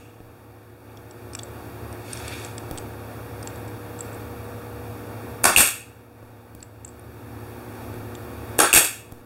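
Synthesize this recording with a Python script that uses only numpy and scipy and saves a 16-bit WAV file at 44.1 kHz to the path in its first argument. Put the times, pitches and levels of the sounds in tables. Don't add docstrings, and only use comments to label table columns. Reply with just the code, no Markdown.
import sys
import numpy as np
from scipy import signal
from scipy.fft import rfft, irfft, next_fast_len
from scipy.io import wavfile
from scipy.ndimage import uniform_filter1d, minimum_filter1d, map_coordinates

SR = 44100
rng = np.random.default_rng(int(sys.argv[2]) if len(sys.argv) > 2 else 0)


def boost(x):
    u = np.asarray(x, float) / 20
    return 10 ** u


def store_wav(level_fs):
    pcm = np.round(np.clip(np.atleast_2d(level_fs), -1, 1) * 32767)
    wavfile.write(sys.argv[1], SR, pcm.T.astype(np.int16))


N = 407925
T = np.arange(N) / SR

# (driver blow [s], trigger release [s], first valve chatter after release [s], last click after it [s])
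SHOTS = [
    (5.4411, 5.5619, .0109, .1116),
    (8.5893, 8.7288, .0087, .1187),
]
STROKE_S = [0, .0093, .0125]
# (wood [dB], air crack [dB], crack t60 [s], rattle [dB])
STROKE = [
    (-0.5, -3, 0.015, -17),
    (-15.5, -6, 0.038, -29),
    (6, -5.5, 0.031, -12),
    (-1.5, -28.5, .03, -23.5),
]
# (frequency [Hz], density [dB per Hz])
WOOD = [(29, -49), (50, -12), (135, -20), (324, -3.5), (504, -3), (740, -1.5), (993, -2), (1720, -4),
        (2030, -9.5), (2270, -11), (3040, -21.5), (3390, -15.5), (4000, -16.5), (5200, -47.5), (8800, -120)]
# (frequency [Hz], density [dB per Hz])
CRACK = [(1470, -35.5), (2500, -5), (3600, -14), (4020, -12), (4510, -9.5), (5970, -9.5), (8660, 0),
         (13800, -11.5), (16000, -43)]
# (frequency [Hz], density [dB per Hz])
PUFF = [(4500, -28.5), (7500, -9), (9000, 1.5), (12000, -1.5), (16000, -17)]
LEAK = [(5000, -19.5), (10000, -5.5), (13000, -3.0), (16000, -6.5)]
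THUMP = [(150, -29.5), (300, 1), (480, -4.5), (900, -18.5), (2000, -49.5)]
# (chirp [dB], air snap [dB rms], length [s])
VALVE = [
    (7.5, -1.5, .0033),
    (-7, -12.5, .004),
    (-15, -9, .0027),
    (-35, -21, .0025),
]
# (time [s], level [dB rms], t60 [s])
SPURTS = [
    (5.566, -8, 0.35),
    (5.595, -28.5, 0.4),
    (5.607, -20.5, 0.02),
    (5.676, -26.5, .05),
    (8.7342, 7.5, .056),
    (8.752, -11, 0.38),
    (8.761, -15.5, .086),
    (8.773, -25.5, .057),
    (8.849, -27.5, .066),
]
# (frequency [Hz], density [dB per Hz])
EXHAUST = [(180, -48.5), (300, -8), (1010, -10.5), (2030, -8), (2610, -4.5), (3030, -12.5), (3400, -9.5),
           (4020, -12.5), (6000, -13), (8640, -1), (10400, -9.5), (12100, -4), (16000, -23)]
# (frequency [Hz], density [dB per Hz])
LINGER = [(1200, -25), (2600, 5), (4000, -11), (8000, -7), (14000, -20.5)]
DULL_PUFF = [(60, -17.0), (150, 6.5), (260, -4.5), (600, -26.5)]
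# (time [s], peak [dB], steel [Hz])
NOSE = [
    (1.4326, -25.5, 8100),
    (3.99, -30, 7900),
    (4.0066, -22, 7880),
    (4.05, -46, 8050),
    (4.129, -40, 7900),
    (4.1455, -37, 8140),
    (6.847, -26, 7770),
    (6.8775, -34, 7850),
    (6.8887, -38, 7800),
    (6.995, -41, 9300),
]
# (time [s], peak [dB], steel [Hz], body [dB])
MAGAZINE = [(1.11, -39, 7750, -9), (1.3336, -34.5, 8690, -2), (1.35, -23.5, 8030, -6),
            (1.926, -37.5, 8650, -3.5), (2.1311, -21.5, 8700, -12.5), (2.172, -33, 8200, -2),
            (2.4473, -28, 7800, -18), (2.5803, -28, 7970, -9), (3.4276, -34, 8720, 1),
            (3.473, -24.5, 7570, -15), (3.5578, -39, 7900, -12), (3.679, -42, 7830, -7),
            (6.627, -30.5, 7700, -15)]
# (time [s], peak [dB], steel [Hz], body [dB])
SPRING = [
    (1.3893, -30, 8200, -7),
    (2.2795, -27.5, 8100, -8),
    (6.6039, -55, 8830, 10),
]
# (time [s], peak [dB], steel [Hz], body [dB])
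TRIM = [
    (.972, -48, 5500, 5),
    (1.3924, -37, 6400, 7),
    (2.7752, -29, 8360, -4),
    (2.783, -27, 8030, -20),
    (8.1514, -36, 7370, 0.5),
]
# (body [Hz], broad snap [dB])
BODIES = [
    (5440, -3),
    (4540, 0),
    (3460, -0.5),
]
# (frequency [Hz], width [Hz], level [dB])
RASP = [(2500, 710, 3.5), (1480, 1100, -0.5), (3430, 600, -2), (4600, 1300, -7)]
# (frequency [Hz], density [dB per Hz])
SLIDE_HISS = [(3500, 0), (5000, 4.0), (9000, 4), (11500, 6), (15500, -17.5)]
# (time [s], push [dB], grit [dB], boom [dB])
BUMPS = [
    (.204, -32, -34, -6),
    (.972, -40, -6, -8),
    (2.7115, -20, -7.5, -5),
    (6.228, -34, -34, -8),
    (6.550, -32.5, -6, -12),
    (7.941, -26.5, -19, -13),
    (9.1152, -42, -9, -15),
    (9.1218, -35, -3.5, -22),
    (9.1227, -30, -12, -2.5),
    (9.192, -48, -25, -11),
]
# (frequency [Hz], t60 [s])
SHOP = [(100, 0.3), (500, 0.19), (2500, .5), (8000, 0.37), (15000, 0.065)]
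# (frequency [Hz], level [dB rms], unsteadiness [dB])
HUM = [(75.3, -49, 3), (108, -42, 1.5), (120, -49, 1), (178, -59, 2), (276, -56, 2), (300, -53, 2),
       (1152, -66, 2)]
MAINS_HZ = [240, 359.5, 479]
# (mean level [dB rms], swing [dB], loudest at [s], beat period [s])
MAINS = [
    (-51, 5, 7.4, 19),
    (-50.5, 4.5, 1.4, 6.5),
    (-47, 3, 4.8, 5.9),
]
# (frequency [Hz], density [dB per Hz])
AIRFLOW = [(18, -46.5), (30, -23.5), (100, -2.5), (179, -16), (245, -8), (426, -11), (473, -12.5),
           (526, -12), (866, -13), (2480, -26.5), (3060, -33.5), (3580, -32.5), (7090, -39.5), (11700, -32),
           (16000, -33.5)]
# (frequency [Hz], depth [0-1])
COMB = [(300, 0.4), (1000, 1), (3000, 0.85), (7100, 0.64), (8200, .55), (10200, 0.6), (11500, 0.08),
        (12500, 0.25)]
# (frequency [Hz], amount [0-1])
NARROW = [(1000, 0.84), (3000, 0.39), (10000, 0.18)]

LEAD_S, PUFF_DB = .006, [-18.5, -22]
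THUMP_DB, THUMP_T60 = [-35.5, -19], .2
RETURN_S = .0435
RATTLE_T60, RETURN_T60 = 0.35, 0.05
CHATTER_S, PING_HZ = .0106, 2660
AIRY_DB, PING_WET = [-1, 2], .1
SPURT_RISE_S, THUD_DB, THUD_FADE_DB_PER_S = .0018, -11, 281.5
EARLIER_BLOW_S, EARLIER_DB, EARLIER_T60 = -0.56, -56.5, 0.74
NOSE_SNAP_DB = -12
SLIDE_S, SLIDE_ATTACK_S, SLIDE_HOLD_S, SLIDE_RELEASE_S = 1.893, 0.22, 0.34, 0.23
HISS_DB, RASP_DB, SLIDE_FADE_DB = -47, -47, 29
PRESS_S, PRESS_WIDTH_S, PRESS_DB = 2.33, .06, 6.5
DUCK_DB, DUCK_S, HOLD_S, RECOVER_S = -10.5, .09, 1.283, 0.58
COMB_HZ, TOP_HZ = 1015, 15770


def blows():
    hits = []
    for blow, up, *_ in SHOTS:
        times = [*np.add(blow, STROKE_S), up + RETURN_S]
        for s, row in zip(times, STROKE):
            hits.append((s, *row, RETURN_T60 if s > up else RATTLE_T60))
    starts = [s for s, *_ in SHOTS]
    puff = swells([(s - LEAD_S, db, .001, .03, 0) for s, db in zip(starts, PUFF_DB)]) * noise(PUFF)
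    thump = swells([(s, db, .002, THUMP_T60, 0) for s, db in zip(starts, THUMP_DB)]) * noise(THUMP)
    slam = swells([(s, wood_db, .0004, .022, 0) for s, wood_db, *_ in hits])
    rattle = swells([(s, db, .006, t60, 0) for s, *_, db, t60 in hits]) * boost(2.4 * wobble(150))
    air = swells([(s, db, .0008, t60, 0) for s, _, db, t60, *_ in hits])
    leak = swells([(s, db - 29.5, .004, .35, 0) for s, _, db, *_ in hits]) * noise(LEAK)
    wood = boost(-9.5) * (slam + rattle) * noise(WOOD)
    crack = boost(-1.5) * air * noise(CRACK)
    return thump + puff + wood + crack + leak


def release():
    ping, snaps = np.zeros(N), np.zeros(N)
    for (_, up, first, last), airy_db in zip(SHOTS, AIRY_DB):
        for delay, (chirp_db, snap_db, length) in zip([0, first, first + CHATTER_S, last], VALVE):
            t = T - (up + delay)
            gate = np.clip(t / .0004, 0, 1) * np.clip((length - t) / .001, 0, 1)
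            falling_chirp = np.sin(2 * np.pi * PING_HZ * t * (1.05 - 14 * t))
            ping += boost(chirp_db - airy_db) * gate * falling_chirp
            snaps += boost(snap_db + airy_db) * gate
    thuds = []
    for s, *_ in SPURTS:
        since_release = min(abs(s - up) for _, up, *_ in SHOTS)
        thuds.append((s, THUD_DB - THUD_FADE_DB_PER_S * since_release))
    flow = swells([(s, db, SPURT_RISE_S, t60, 0) for s, db, t60 in SPURTS]) * boost(1.3 * wobble(300))
    linger = boost(EARLIER_DB - 60 * T / EARLIER_T60) * noise(LINGER)
    thud = swells([(s, db, .004, .09, 62) for s, db in thuds])
    puff = swells([(s, db - 8.0, .002, .08, 0) for s, db in thuds]) * noise(DULL_PUFF)
    return ping, (flow + snaps) * noise(EXHAUST) + linger + thud + puff


def ticks():
    out, t = np.zeros(N + SR), np.arange(1024) / SR
    f = np.fft.rfftfreq(len(t), 1 / SR)
    rows = [(*row, *body) for kind, body in zip((MAGAZINE, SPRING, TRIM), BODIES) for row in kind]
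    rows += [(s, db, hz, -120, hz, NOSE_SNAP_DB) for s, db, hz in NOSE]
    decay = boost(-60 * t / 0.015) * (1 - np.exp(-t / 0.00017))
    grit = rng.standard_normal((len(rows), 3, len(t))) * decay
    peak = lambda x: x / np.abs(x).max()
    for (s, db, steel_hz, body_db, body_hz, snap_db), (a, b, c) in zip(rows, rfft(grit)):
        steel = peak(irfft(a * modes([(steel_hz, 1400, 0)])(f) ** 3))
        body = peak(irfft(b * modes([(body_hz, 900, 0)])(f) ** 2))
        snap = peak(irfft(c * modes([(3000, 7000, 0)])(f) / (1 + (f / 11000) ** 4)))
        touch = steel + boost(body_db) * body + boost(snap_db) * snap
        out[round(s * SR):][:len(t)] += boost(db) * touch
    return out[:N]


def slide():
    s = SLIDE_S + np.cumsum([0, SLIDE_ATTACK_S, SLIDE_HOLD_S, SLIDE_RELEASE_S])
    stroke_db = np.interp(T, s, [-SLIDE_FADE_DB, 0, 0, -SLIDE_FADE_DB], -120, -120)
    press_db = PRESS_DB * np.exp(-((T - PRESS_S) / PRESS_WIDTH_S) ** 2)
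    grain = boost(0.89 * wobble(250))
    hiss = boost(HISS_DB + stroke_db) * noise(SLIDE_HISS)
    resonant = unit(filtered(rng.standard_normal(N), modes(RASP)))
    rasp = boost(RASP_DB + stroke_db + press_db) * resonant
    return (hiss + rasp) * grain / np.sqrt(np.mean(grain ** 2))


def bumps():
    out, t = np.zeros(N + SR), np.arange(4096) / SR
    push = np.sin(np.pi * np.clip(t / 0.0011, 0, .999)) ** .5
    rebound = -.35 * np.sin(np.pi * np.clip((t - .0012) / 0.005, 0, 1))
    knock = 0.89 * np.sin(2 * np.pi * 310 * t) + .5 * np.sin(2 * np.pi * 720 * t)
    table = np.sin(-2 * np.pi * 55 * t) + knock * (t > .003)
    grits = rng.standard_normal((len(BUMPS), len(t)))
    for (s, db, grit_db, boom_db), grit in zip(BUMPS, grits):
        boom = boost(boom_db - 60 * t / 0.045) * table
        gritty_push = push * (1 + boost(grit_db) * (grit - 0.17 * np.roll(grit, 1)))
        scrape = boost(grit_db - 10 - 60 * t / 0.009) * np.diff(grit, n=2, prepend=[0, 0])
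        out[round(s * SR):][:len(t)] += boost(db) * (gritty_push + rebound + boom + scrape)
    return out[:N]


def shop(x):
    hz, t, z = signal.stft(rng.standard_normal(SR // 2), SR, nperseg=256)
    decay = boost(-60 * t / along(SHOP, hz)[:, None])
    tail = signal.istft(z * decay, SR, nperseg=256)[1]
    return signal.fftconvolve(np.pad(x, (500, 0)), tail / np.linalg.norm(tail))[:N]


def fan():
    tones, mains = np.zeros(N), np.zeros(N)
    for hz, db, rough_db in HUM:
        tones += boost(db + 3.5 + rough_db * wobble(10)) * np.sin(2 * np.pi * hz * T + .5 * wobble(2.7))
    for hz, (db, swing_db, s, period) in zip(MAINS_HZ, MAINS):
        beat_db = swing_db * np.cos(2 * np.pi * (T - s) / period)
        mains += boost(db + 2.0 + beat_db) * np.sin(2 * np.pi * hz * T + 0.22 * wobble(3.4))
    flow = boost(-39.5 + 0.74 * wobble(7.7)) * noise(AIRFLOW)
    whine_hz = 12022 - 72 * np.cos(2 * np.pi * (T - 4.33) / 3.33)
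    whine = boost(-63) * np.sin(2 * np.pi * np.cumsum(whine_hz) / SR)
    return gain_control() * (tones + mains + flow + whine)


def gain_control():
    since = T - np.array([[EARLIER_BLOW_S], *[[s] for s, *_ in SHOTS]])
    fall = 1 - np.exp(-np.clip(since, 0, None) / DUCK_S)
    recovery = np.exp(-(np.clip(since - HOLD_S, 0, None) / RECOVER_S) ** 1.34)
    return boost(DUCK_DB * (fall * recovery).max(axis=0))


def unit(x):
    return x / np.sqrt(np.mean(x ** 2) + 1e-20)


def along(points, hz):
    f, v = np.transpose(points)
    return np.interp(np.log(hz + 1), np.log(f + 1), v)


def wobble(rate):
    return map_coordinates(rng.standard_normal(int(N * rate / SR) + 4), [T * rate])


def filtered(x, response):
    m = next_fast_len(N + SR // 2)
    return irfft(rfft(x, m) * response(np.fft.rfftfreq(m, 1 / SR)), m)[..., :N]


def noise(spectrum):
    return unit(filtered(rng.standard_normal(N), lambda hz: boost(along(spectrum, hz))))


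def modes(peaks):
    def response(f):
        total = 0
        for k, (c, w, db) in enumerate(peaks):
            total = total + (-1) ** k * boost(db) * 1j * f * w / (c * c - f * f + 1j * f * w)
        return total
    return response


def swells(rows):
    out, t = np.zeros(N + SR), np.arange(SR // 2) / SR
    for s, db, rise, t60, hz in rows:
        envelope = boost(db - 60 * t / t60) * (1 - np.exp(-t / rise))
        out[round(s * SR):][:len(t)] += envelope * np.cos(2 * np.pi * hz * t)
    return out[:N]


def scene():
    hit, (ping, vent), touch = blows(), release(), ticks()
    wet = boost(-6.5) * hit + boost(-16.5) * vent + PING_WET * ping
    late = T > 7
    room = shop(wet * late) + shop(wet * ~late) + boost(-20.5) * shop(touch)
    return (hit + ping + vent + touch + room + bumps() + slide() + fan())[None]


def low_pass(x):
    return signal.sosfilt(signal.butter(12, 17000, fs=SR, output="sos"), x)


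def record(dry):
    loop = lambda hz: np.clip(along(COMB, hz), 0, .98) * np.exp(-2j * np.pi * hz / COMB_HZ)
    feedback = lambda hz: np.clip(along(NARROW, hz), 0, .95) * loop(hz)
    x = filtered(dry, lambda hz: (1 - loop(hz)) / (1 - feedback(hz)))
    power = filtered(x, lambda hz: hz > 13000) ** 2
    average = np.roll(uniform_filter1d(power, size=1025), 700)
    attack = uniform_filter1d(power, size=129) > 20 * average
    opened = np.clip(100 * uniform_filter1d(1. * attack, size=501), 0, 1)
    need = np.minimum(1, 1.04 / (np.abs(x) + 1e-9))
    x = x * uniform_filter1d(minimum_filter1d(need, size=601), size=301)
    low = filtered(x, lambda hz: hz < TOP_HZ)
    top = filtered(x - low, lambda hz: boost(-13.0 - np.abs(hz - TOP_HZ) / 70))
    return low_pass(low + uniform_filter1d(opened, size=201) * top)


dry = scene()
out = record(dry)
store_wav(out)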